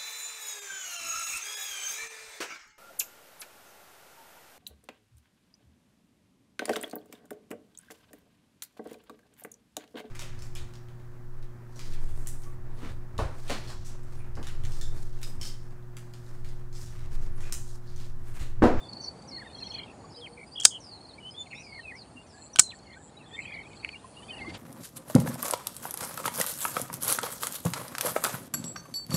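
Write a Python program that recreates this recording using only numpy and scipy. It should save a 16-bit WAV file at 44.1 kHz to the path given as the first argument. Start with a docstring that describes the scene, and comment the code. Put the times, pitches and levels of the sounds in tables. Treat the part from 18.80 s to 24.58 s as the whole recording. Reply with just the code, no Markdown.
"""Garden scissors cut two tough stalks close by: filtered noise bursts make fibres tick and blades snap,
with decaying sines for the ring of the steel and the grip. Soft knocks are short damped sines.
Small birds are gliding, trilling sines in scattered echoes; a cricket, bush insects, a far cricket chorus
and a far dove are shaped tones of unsteady pitch. Traffic hum, steady leaf hiss and a late cloth rustle
are coloured noise."""
import sys
import numpy as np
from scipy import signal
from scipy.fft import rfft, irfft, next_fast_len
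from scipy.io import wavfile
from scipy.ndimage import uniform_filter1d, map_coordinates

SR = 44100
rng = np.random.default_rng(int(sys.argv[2]) if len(sys.argv) > 2 else 0)


def voltage_ratio(decibels):
    """Convert decibels (scalar or array-like) to amplitude ratios, 20 dB per decade."""
    exponent = np.asarray(decibels, float) / 20
    return 10 ** exponent


def master_out(mix):
    """Clip the mix to full scale and print it as 16-bit PCM to the path in sys.argv[1]."""
    frames = np.transpose(np.atleast_2d(mix))
    ceiling = np.clip(frames, -1, 1)
    pcm = np.round(ceiling * 32767).astype(np.int16)
    wavfile.write(sys.argv[1], SR, pcm)


N = 254809  # length in samples

# traffic and leaves over time: [t/s, traffic level/dB, leaves level/dB before a trim]
AIR_LEVELS = [(0, -48.5, -62), (1.33, -50, -64.5), (1.36, -52.5, -64.5), (3.9, -53, -64.5),
              (4.3, -54, -66.5), (5.3, -51.5, -60.5), (5.78, -46, -60.5)]
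# spectrum of the far traffic: [f/Hz, relative level/dB]
TRAFFIC_SPECTRUM = [(13, -37.5), (22, -24.5), (64, -1), (118, 0.5), (251, -2.5), (544, -7.5), (825, -6),
                    (1280, -17.5), (2500, -28.5), (3250, -66), (5500, -120)]
# spectrum of the leaves: [f/Hz, relative level/dB]
LEAF_SPECTRUM = [(710, -27), (1200, -3.5), (1740, -11.5), (2500, -9), (3700, -13), (4440, -7),
                 (5720, -14.5), (6500, -13), (8310, -9), (10300, -13.5), (11000, -19.5), (11400, -41.5),
                 (13500, -44), (16000, -65.5)]
# scattering among stalks, leaves and sheds: [f/Hz, time to fall 60 dB/s]
GARDEN_DECAY = [(300, .04), (2500, .06), (5000, .14), (8000, .17), (12000, .12)]
# clear bird notes: [t/s, length/s, first f/Hz, last f/Hz, top level/dB]
WHISTLE_NOTES = [(0, 0.094, 3610, 3510, -53), (0.473, .03, 6100, 5100, -52.5),
                 (0.506, 0.026, 5200, 4090, -48), (0.516, 0.094, 4256, 4364, -43),
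                 (0.624, 0.11, 3690, 3630, -61.5), (0.504, 0.041, 2310, 2050, -58.5),
                 (0.552, 0.044, 2190, 1760, -51), (.595, .04, 2270, 1600, -48),
                 (0.64, 0.041, 2210, 1690, -51), (0.746, 0.0457, 3260, 3200, -59),
                 (0.802, 0.029, 2900, 2500, -55.5), (0.832, 0.031, 3100, 3380, -49),
                 (.915, 0.037, 6700, 5660, -60), (1.34, 0.067, 5020, 5080, -51),
                 (1.343, 0.023, 3900, 4100, -50), (1.356, 0.021, 4500, 4680, -50),
                 (1.395, 0.026, 4530, 3310, -54.5), (1.368, 0.032, 3200, 3170, -59),
                 (1.413, 0.052, 3436, 2990, -44.5), (1.455, .022, 3050, 1940, -44.5),
                 (1.663, 0.025, 4900, 4880, -56), (1.714, 0.038, 4530, 4930, -47.5),
                 (2.265, 0.056, 5120, 3540, -57.5), (2.38, 0.021, 2280, 2360, -47.5),
                 (2.401, .02, 3040, 2890, -51.5), (2.426, 0.082, 2960, 3110, -43.5),
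                 (2.479, 0.042, 6200, 6170, -71), (2.508, 0.025, 5050, 5060, -48),
                 (2.538, 0.026, 3420, 3390, -51.5), (2.564, 0.064, 3490, 3484, -40),
                 (2.583, .045, 7000, 6880, -52.5), (2.656, 0.025, 2800, 1990, -55),
                 (2.747, 0.046, 3500, 4030, -54), (2.743, 0.089, 5350, 6100, -55.5),
                 (2.825, 0.071, 2590, 2206, -54.5), (2.889, 0.1, 2240, 2140, -48),
                 (2.96, 0.047, 2250, 1795, -44.5), (2.998, 0.032, 3370, 2900, -61),
                 (3.031, 0.084, 2726, 2400, -47.5), (3.093, 0.033, 2473, 1780, -43),
                 (3.12, 0.062, 1777, 2370, -46.5), (3.36, 0.067, 2740, 2894, -52.5),
                 (3.528, 0.082, 1640, 1740, -58.5), (3.73, 0.019, 5850, 5950, -48),
                 (3.809, 0.11, 4240, 3940, -45), (3.896, 0.033, 4380, 1990, -46),
                 (3.924, 0.023, 1966, 1750, -52.5), (4.128, 0.032, 1913, 1860, -62),
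                 (4.155, 0.027, 1515, 1580, -52.5), (4.191, 0.0388, 1714, 1680, -61.5),
                 (4.365, .022, 3910, 3850, -56), (4.386, 0.045, 2990, 2390, -59),
                 (4.454, .04, 3380, 3500, -58), (4.509, 0.056, 3350, 3660, -50.5),
                 (4.548, 0.024, 3300, 3080, -56), (4.527, 0.039, 1800, 1890, -52),
                 (4.65, .035, 3100, 3270, -56), (4.715, .03, 3380, 3370, -55),
                 (4.781, .04, 3050, 3100, -58.5), (4.833, 0.014, 2170, 2330, -48.5),
                 (4.852, 0.025, 2230, 2600, -47), (4.902, 0.045, 2490, 2230, -54),
                 (5.126, .025, 2500, 2250, -42.5), (5.148, 0.027, 2760, 2900, -48),
                 (1.115, 0.033, 1870, 1745, -63), (5.362, 0.04, 2794, 2910, -48.5),
                 (5.42, 0.029, 2952, 3100, -53), (5.482, .03, 2410, 2495, -47.5),
                 (5.501, 0.026, 3080, 3010, -42.5), (5.523, 0.033, 2860, 2740, -44),
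                 (5.563, 0.038, 2920, 2586, -45.5), (5.57, 0.042, 2035, 1930, -48.5),
                 (5.603, 0.038, 2230, 2030, -41.5), (5.644, 0.039, 1966, 2150, -42.5),
                 (5.682, .03, 2073, 2100, -48)]
# guide level of the far flock: [t/s, level/dB]
FLOCK_LEVELS = [(0, -89), (.9, -57.5), (1.2, -77.5), (2.6, -72), (3.3, -72.5), (4, -73.5), (4.1, -58.5),
                (4.3, -71.5), (4.6, -56), (5.1, -64.5), (5.3, -72), (5.45, -55), (5.78, -62)]
# one row per insect source; the last, near 4450 Hz, is a far cricket chorus:
# [wing tones f/Hz, unsteadiness/Hz, stroke rate/Hz (0 = steady), stroke sharpness]
INSECT_WINGS = [((8800,), 50, 123.2, 1.1), ((7850, 7300), 70, 156, 1.3), ((9800, 9300), 70, 108, 1.3),
                ((6850,), 40, 0, 0), ((4450,), 90, 25, .8)]
# one list of bouts per insect source: [t/s, length/s, first level/dB, last level/dB]
INSECT_BOUTS = [
    [(1.345, 2.23, -66, -71.5), (3.53, 2.08, -78.5, -83.5)],
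    [(3.5, 0.19, -69.5, -47), (3.86, .14, -64, -59), (4.14, 0.17, -67.5, -55.5), (4.46, 0.21, -66.5, -56),
     (4.84, 0.18, -69, -66)],
    [(5.221, 0.4, -64.5, -63.5)],
    [(1.1, 0.23, -74, -63), (2.63, 0.28, -70, -74), (4, 0.546, -74, -79)],
    [(0, 1.17, -70, -71), (1.28, 1.3, -70.5, -77.5), (2.19, 0.21, -66, -69), (2.4, 0.94, -78, -74),
     (3.22, 0.85, -75, -66), (4.13, 0.72, -89, -85), (4.92, 0.24, -62.5, -56), (5.33, .5, -86, -67)],
]
# bouts of cricket chirps: [first t/s, last t/s, last chirp's level/dB before scatter, f/Hz]
CRICKET_BOUTS = [(.059, 0.287, -31, 4445), (0.396, .46, -51, 4560), (.754, 0.991, -32.5, 4237),
                 (1.213, 1.302, -57, 4480), (1.485, 1.537, -54.5, 4460), (2.215, 2.342, -50.5, 4235),
                 (2.633, 2.716, -54.5, 4280), (3.586, 3.707, -53, 4250), (3.962, 4.11, -55, 4360),
                 (4.556, 4.75, -53.5, 4460), (5, 5.135, -48, 4350), (5.459, 5.584, -52.5, 4600),
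                 (5.631, 5.745, -48.5, 4550)]
# tearing fibres and stems: [t/s, level/dB before a trim, loudest f/Hz, its boost/dB]
FIBRE_TICKS = [(0.1323, -33, 5000, 19), (0.4234, -44, 6880, 14), (1.8, -25, 7140, 1),
               (1.803, -30.5, 7000, 0), (1.81, -23.5, 6750, 6), (1.8259, -31, 7900, 1),
               (1.835, -22.5, 7000, -3), (1.8405, -28, 5000, -1), (1.8447, -25.5, 6000, 0),
               (1.847, -17, 7390, 13), (3.7589, -15.5, 3220, 9.5), (3.769, -30, 3200, 6),
               (3.785, -29, 3480, -1), (3.7879, -8, 3046, 6), (3.802, -16, 5940, 6), (3.989, -44, 5500, 10),
               (4.932, -44, 3430, 18.5), (5.047, -17, 2320, 33), (5.0897, -19, 2580, 41)]
# blades snapping shut: [t/s, level/dB before a trim, loudest f/Hz, its boost/dB]
BLADE_SNAPS = [(1.8508, 1.5, 3200, -8.5), (3.7934, 2.5, 8340, -5)]
# spectrum under every cutting contact: [f/Hz, relative level/dB]
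CRACK_SPECTRUM = [(120, -49), (250, -26.5), (700, -19), (1200, -11), (2250, -12), (3460, -10), (5070, -1),
                  (7070, 0.5), (9210, -0.5), (10300, -10), (11200, -26), (15500, -25.5), (16200, -60)]
# ringing modes of the blades: [f/Hz, relative level/dB, time to fall 60 dB/s]
STEEL_MODES = [(5900, -7, 0.092), (6350, -9, 0.18), (6890, -8, 0.17), (6830, -2, 0.17), (7287, 0, 0.1),
               (8340, -9.5, 0.18), (8700, -14, 0.1), (8500, -5.5, 0.098), (9889, -14.5, 0.27),
               (10700, -11.5, 0.11)]
# buzzy falling calls: [t/s, length/s, first f/Hz, last f/Hz, top level/dB]
BUZZ_CALLS = [(0.209, 0.062, 6370, 5510, -51.5), (0.756, 0.065, 6100, 5340, -61.5),
              (0.835, 0.085, 6460, 5260, -56), (1.904, .078, 3380, 2980, -43.5),
              (2.001, 0.1912, 6410, 3950, -51.5), (2.812, .23, 5620, 4110, -54),
              (3.152, 0.083, 6440, 4060, -55), (3.466, .09, 6580, 4550, -62)]
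# strings of arched syllables: [t/s, length/s, starting f/Hz, top level/dB before the swing, syllable rate/Hz]
WARBLE_STRINGS = [(.91, .132, 3150, -50, 52), (.935, .122, 2330, -53, 52), (1.06, .06, 2600, -58, 60),
                  (1.3, .045, 5000, -60, 70), (1.568, .08, 2230, -53, 50), (1.752, .097, 3120, -41, 50),
                  (4.05, .1, 2050, -62, 50), (4.565, .045, 2100, -42, 90), (4.6, .03, 2500, -48, 70),
                  (4.625, .2, 2330, -45, 45)]
# soft knocks of hands and pods: [t/s, starting level/dB before the soft onset, f/Hz]
KNOCKS = [(1.241, -36, 1126), (1.286, -39, 149), (3.354, -34.5, 252), (5.243, -31, 1040),
          (5.4, -40.5, 1140), (5.6, -35, 800), (5.646, -31.5, 1133), (5.678, -26, 321.6), (5.721, -43, 199)]
# coos of the far dove: [t/s, length/s, first level/dB, last level/dB]
DOVE_COOS = [(1.36, 0.089, -45, -50.5), (1.48, 0.091, -50, -58), (1.565, 0.047, -49, -48)]
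# blows that reach the grip: [t/s, level/dB added to each mode, favoured f/Hz]
GRIP_BLOWS = [(1.8512, -18, 1100), (3.7592, -30, 1514), (3.788, -25, 1396), (3.7935, -12.5, 2280)]
# ringing modes of the grip: [f/Hz, relative level/dB, time to fall 60 dB/s]
GRIP_MODES = [(800, -4.5, 0.034), (1280, 0, 0.016), (1514, -2.5, 0.049), (2280, -0.5, 0.022),
              (266, -3, 0.026)]
# dry bird rattles: [t/s, length/s, first f/Hz, last f/Hz, top level/dB before the swing]
RATTLE_CALLS = [(2.704, .062, 2400, 2326, -49), (2.763, 0.066, 2210, 2400, -52.5),
                (5.024, 0.052, 2290, 2166, -48.5), (5.078, 0.041, 2300, 2280, -52.5)]
# a sleeve brushing the plant: [t/s, level/dB before flutter]
RUSTLE_LEVELS = [(5.55, -87), (5.66, -72), (5.72, -61), (5.75, -48), (5.78, -47.5)]
# spectrum of the sleeve: [f/Hz, relative level/dB]
CLOTH_SPECTRUM = [(100, -18), (300, -3.5), (1200, -10.5), (3000, -4.5), (9000, -22.0), (12000, -41.5)]


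def unit(x):
    """Scales a signal to rms 1."""
    return x / np.sqrt(np.mean(x ** 2) + 1e-20)


def along(points, hz):
    """Reads (Hz, value) points on a log frequency axis."""
    f, v = np.transpose(points)
    return np.interp(np.log(hz + 1), np.log(f + 1), v)


def curves(rows):
    """Gives one value per sample for each column after the time."""
    s, *columns = np.transpose(rows)
    return [np.interp(np.arange(N) / SR, s, column) for column in columns]


def wobble(rate, size=N):
    """A smooth random curve with rate knots a second."""
    knots = rng.standard_normal(int(size * rate / SR) + 4)
    return map_coordinates(knots, [np.arange(size) * rate / SR])


def coloured(gain, size=N):
    """Noise of rms 1 with the given gain over frequency."""
    m = next_fast_len(size + 4096)
    spectrum = rfft(rng.standard_normal(m)) * gain(np.fft.rfftfreq(m, 1 / SR))
    return unit(irfft(spectrum, m)[:size])


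def shaped(spectrum):
    """Full-length noise of rms 1 with a tabled spectrum."""
    return coloured(lambda f: voltage_ratio(along(spectrum, f)))


def add(track, s, sound):
    """Mixes a sound in at time s."""
    part = track[max(round(s * SR), 0):][:len(sound)]
    part += sound[:len(part)]


def tone(hz):
    """A sine that follows a pitch curve by summing its phase."""
    return np.sin(2 * np.pi * np.cumsum(hz) / SR)


def modes(rows, t):
    """A struck body: a sum of sines, each dying at its own speed."""
    return sum(voltage_ratio(db - 60 * t / t60) * np.sin(2 * np.pi * hz * t) for hz, db, t60 in rows)


def bouts(rows, edge_s):
    """A gain that opens, slides from first to last level and closes, for each row."""
    t = np.arange(N) / SR
    gain = np.zeros(N)
    for s, length, *db in rows:
        gate = np.clip(np.minimum(t - s, s + length - t) / edge_s, 0, 1)
        gain += voltage_ratio(np.interp(t, [s, s + length], db)) * gate
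    return gain


def echoes(x):
    """Stalks, leaves and sheds scatter the sound: a noise tail whose frequencies die at their own speeds."""
    hz, t, z = signal.stft(rng.standard_normal(SR // 3), SR, nperseg=128)
    decay = voltage_ratio(-60 * t / along(GARDEN_DECAY, hz)[:, None])
    tail = signal.istft(z * decay, SR, nperseg=128)[1]
    return signal.fftconvolve(x, tail / np.linalg.norm(tail))[:len(x)]


def traffic():
    """Distant traffic blends into low noise with a slow sway in level."""
    level_db = curves(AIR_LEVELS)[0]
    return voltage_ratio(level_db + .8 * wobble(4)) * shaped(TRAFFIC_SPECTRUM)


def leaves(streak_db=2.8, trim_db=-0.5):
    """Hiss whose level varies in long narrow streaks over time and frequency."""
    z = signal.stft(shaped(LEAF_SPECTRUM), nperseg=512)[2]
    streaks = uniform_filter1d(rng.standard_normal(z.shape), size=2, axis=0)
    streaks = uniform_filter1d(streaks, size=24, axis=1)
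    hiss = signal.istft(z * voltage_ratio(streak_db * unit(streaks)), nperseg=512)[1][:N]
    return voltage_ratio(curves(AIR_LEVELS)[1] + trim_db) * unit(hiss)


def sing(length, first_hz, last_hz, db, drift, flutter_db, bend=1, trill=(0, 0, 0), loose=0, fade_db=10.5):
    """A bird's voice: a sine that glides, swells and fades, with trill, unsteady pitch and fluttering breath."""
    t = np.arange(0, length, 1 / SR)
    u, size = t / length, len(t)
    rate, share, swing_db = trill  # Hz, pitch swing as a share, level swing in dB
    swing = -np.cos(2 * np.pi * (rate * t + loose * wobble(50, size)))
    glide = first_hz + (last_hz - first_hz) * u ** bend
    pitch = glide * (1 + share * swing * glide / first_hz + drift * wobble(90, size))
    top_at = 0.69  # where the top lies in the note; its ends lie fade_db below
    swell_db = -fade_db * ((u - top_at) / np.where(u < top_at, top_at, 1 - top_at)) ** 2
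    breath_db = flutter_db * (wobble(110, size) + .5 * wobble(300, size))
    edges = np.clip(np.minimum(t, length - t) / 0.0022, 0, 1)
    level = voltage_ratio(db + swell_db + swing_db * swing + breath_db)
    return np.sqrt(2) * edges * level * tone(pitch)


def whistlers():
    """Whistling birds in the hedges hold nearly pure gliding notes."""
    out = np.zeros(N)
    for s, *note in WHISTLE_NOTES:
        add(out, s, sing(*note, drift=.014, flutter_db=3))
    return out


def flock():
    """A far flock twitters: 600 short notes at random times and pitches."""
    out, flock_db = np.zeros(N), curves(FLOCK_LEVELS)[0]
    for when, high, glide, span in rng.random((600, 4)):
        s = when * (N - 1) / SR
        hz = 1700 * 2.6 ** high
        last_hz = hz * (.9 + .2 * glide)
        db = flock_db[int(s * SR)] - 5 - 6 * glide * span
        add(out, s, sing(.012 + .03 * span, hz, last_hz, db, drift=.05, flutter_db=4, fade_db=4))
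    return out


def insects():
    """Bush insects and a far cricket chorus: tones of unsteady pitch, pulsed by regular strokes or steady."""
    out, t = np.zeros(N), np.arange(N) / SR
    for (wings, spread_hz, rate, sharp), rows in zip(INSECT_WINGS, INSECT_BOUTS):
        phase = 2 * np.pi * rate * t + 0.88 * wobble(4.2)
        strokes = np.exp(sharp * np.cos(phase)) * voltage_ratio(1.8 * wobble(60))
        ring = sum(tone(hz + spread_hz * wobble(150)) for hz in wings)
        out += bouts(rows, edge_s=0.032) * unit(strokes * ring)
    return out


def cricket(rise_s=0.0086, fall_s=0.0022, sag=.04, lead_db=-13):
    """Each wing stroke scrapes softly, swells, sags in pitch and stops short."""
    gap_s, swell_db, scatter_db = .04, 0.45, 3  # swell: dB per (chirps to go) squared
    out, t = np.zeros(N), np.arange(-.03, .02, 1 / SR)
    shape = np.exp(-(t / np.where(t < 0, rise_s, fall_s)) ** 2)
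    lead = voltage_ratio(lead_db) * np.sin(np.pi * np.clip(-t / 0.05, 0, 1))
    for first, last, top_db, hz in CRICKET_BOUTS:
        times = np.linspace(last, first, round((last - first) / gap_s) + 1)
        for to_go, s in enumerate(times):
            db = top_db - swell_db * to_go ** 2 + scatter_db * rng.standard_normal()
            pitch = hz * (1 - sag * t / .03 + .02 * wobble(150, len(t)))
            scrape = lead * wobble(309, len(t))
            add(out, s - .03, voltage_ratio(db) * (shape + scrape) * tone(pitch))
    return out


def cuts(ring_db=-36, wet_db=-17, trim_db=-6.5):
    """Fibres tick and blades snap: each contact is a noise burst that rings the steel and wakes echoes."""
    out, t = np.zeros(N), np.arange(SR // 3) / SR
    # each contact gains a hold time and a time to fall 60 dB, both in seconds
    contacts = [(*row, .0047, .013) for row in BLADE_SNAPS]
    contacts += [(*row, 0.00089, 0.012) for row in FIBRE_TICKS]
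    for s, db, hz, boost_db, hold, t60 in contacts:
        def colour(f):
            peak = 1 / (1 + ((f - hz) / (.2 * hz)) ** 2) ** 2
            return voltage_ratio(along(CRACK_SPECTRUM, f)) + voltage_ratio(boost_db) * peak
        envelope = voltage_ratio(-60 * np.maximum(t - hold, 0) / t60) * (1 - np.exp(-t / 0.00053))
        burst = coloured(colour, len(t)) * envelope
        ring = modes([(f, level + rng.normal(0, 3), life) for f, level, life in STEEL_MODES], t)
        contact = burst + voltage_ratio(wet_db) * echoes(burst) + voltage_ratio(ring_db - boost_db) * ring
        add(out, s, voltage_ratio(db + trim_db) * contact)
    return out


def buzzy_callers():
    """Buzzy bird calls fall fast at first while a quick trill shakes the pitch."""
    out = np.zeros(N)
    for s, *note in BUZZ_CALLS:
        add(out, s, sing(*note, drift=.01, flutter_db=3, bend=.5, trill=(87.6, .055, 0), loose=.1, fade_db=6))
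    return out


def warblers():
    """Warbling birds arch pitch and level together in each syllable as the whole string sags."""
    out, sag_hz_per_s = np.zeros(N), 1100
    for s, length, hz, db, rate in WARBLE_STRINGS:
        last_hz = hz - sag_hz_per_s * length
        add(out, s, sing(length, hz, last_hz, db, drift=.018, flutter_db=3,
                         trill=(rate, .075, 6), loose=.05, fade_db=6))
    return out


def bumps(cycles=9):
    """Hands and pods knock softly: a few damped cycles with a rounded start."""
    out, t = np.zeros(N), np.arange(SR // 8) / SR
    for s, db, hz in KNOCKS:
        t60 = 0.037 + cycles / hz
        add(out, s, (1 - np.exp(-t / 0.0051)) * modes([(hz, db, t60)], t))
    return out


def dove():
    """A far dove gives soft low coos: one sine near 478 Hz with a slight waver."""
    return bouts(DOVE_COOS, edge_s=.025) * tone(478 + 5 * wobble(15))


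def grip():
    """Blows ring the grip, waking the modes near their favoured pitch most."""
    out, t = np.zeros(N), np.arange(SR // 3) / SR
    for s, blow_db, near_hz in GRIP_BLOWS:
        woken = []
        for hz, db, t60 in GRIP_MODES:
            off_db = 12.5 * min(abs(np.log2(hz / near_hz)), 1)  # dB per octave, up to one octave
            woken.append((hz, db + blow_db - off_db, t60))
        add(out, s, modes(woken, t))
    return out


def rattlers():
    """Dry bird rattles: a fast loose trill roughens pitch and level."""
    out = np.zeros(N)
    for s, *note in RATTLE_CALLS:
        add(out, s, sing(*note, drift=.045, flutter_db=5, trill=(159.7, .1, 4), loose=.25, fade_db=7))
    return out


def cloth():
    """A sleeve brushes the plant: fluttering noise that rises at the end."""
    return voltage_ratio(curves(RUSTLE_LEVELS)[0] + 8.6 * wobble(40)) * shaped(CLOTH_SPECTRUM)


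def scene():
    """Near scissors and knocks; birds and cricket farther off, in echoes; insects, dove and air around."""
    singers = whistlers() + flock() + cricket() + buzzy_callers() + warblers() + rattlers()
    far = singers + voltage_ratio(-7) * echoes(singers)
    near = cuts() + grip() + bumps()
    air = traffic() + leaves() + cloth()
    return (near + far + insects() + dove() + air)[None]


def low_pass(x):
    """Removes everything above the highest recorded frequency."""
    return signal.sosfilt(signal.butter(12, 15830, fs=SR, output="sos"), x)


def record(dry):
    """The snaps clip the recorder: peaks bend smoothly towards a ceiling."""
    ceiling = 0.98
    clipped = dry / (1 + np.abs(dry / ceiling) ** 8) ** (1 / 8)
    return low_pass(clipped)


dry = scene()
out = record(dry)
master_out(out)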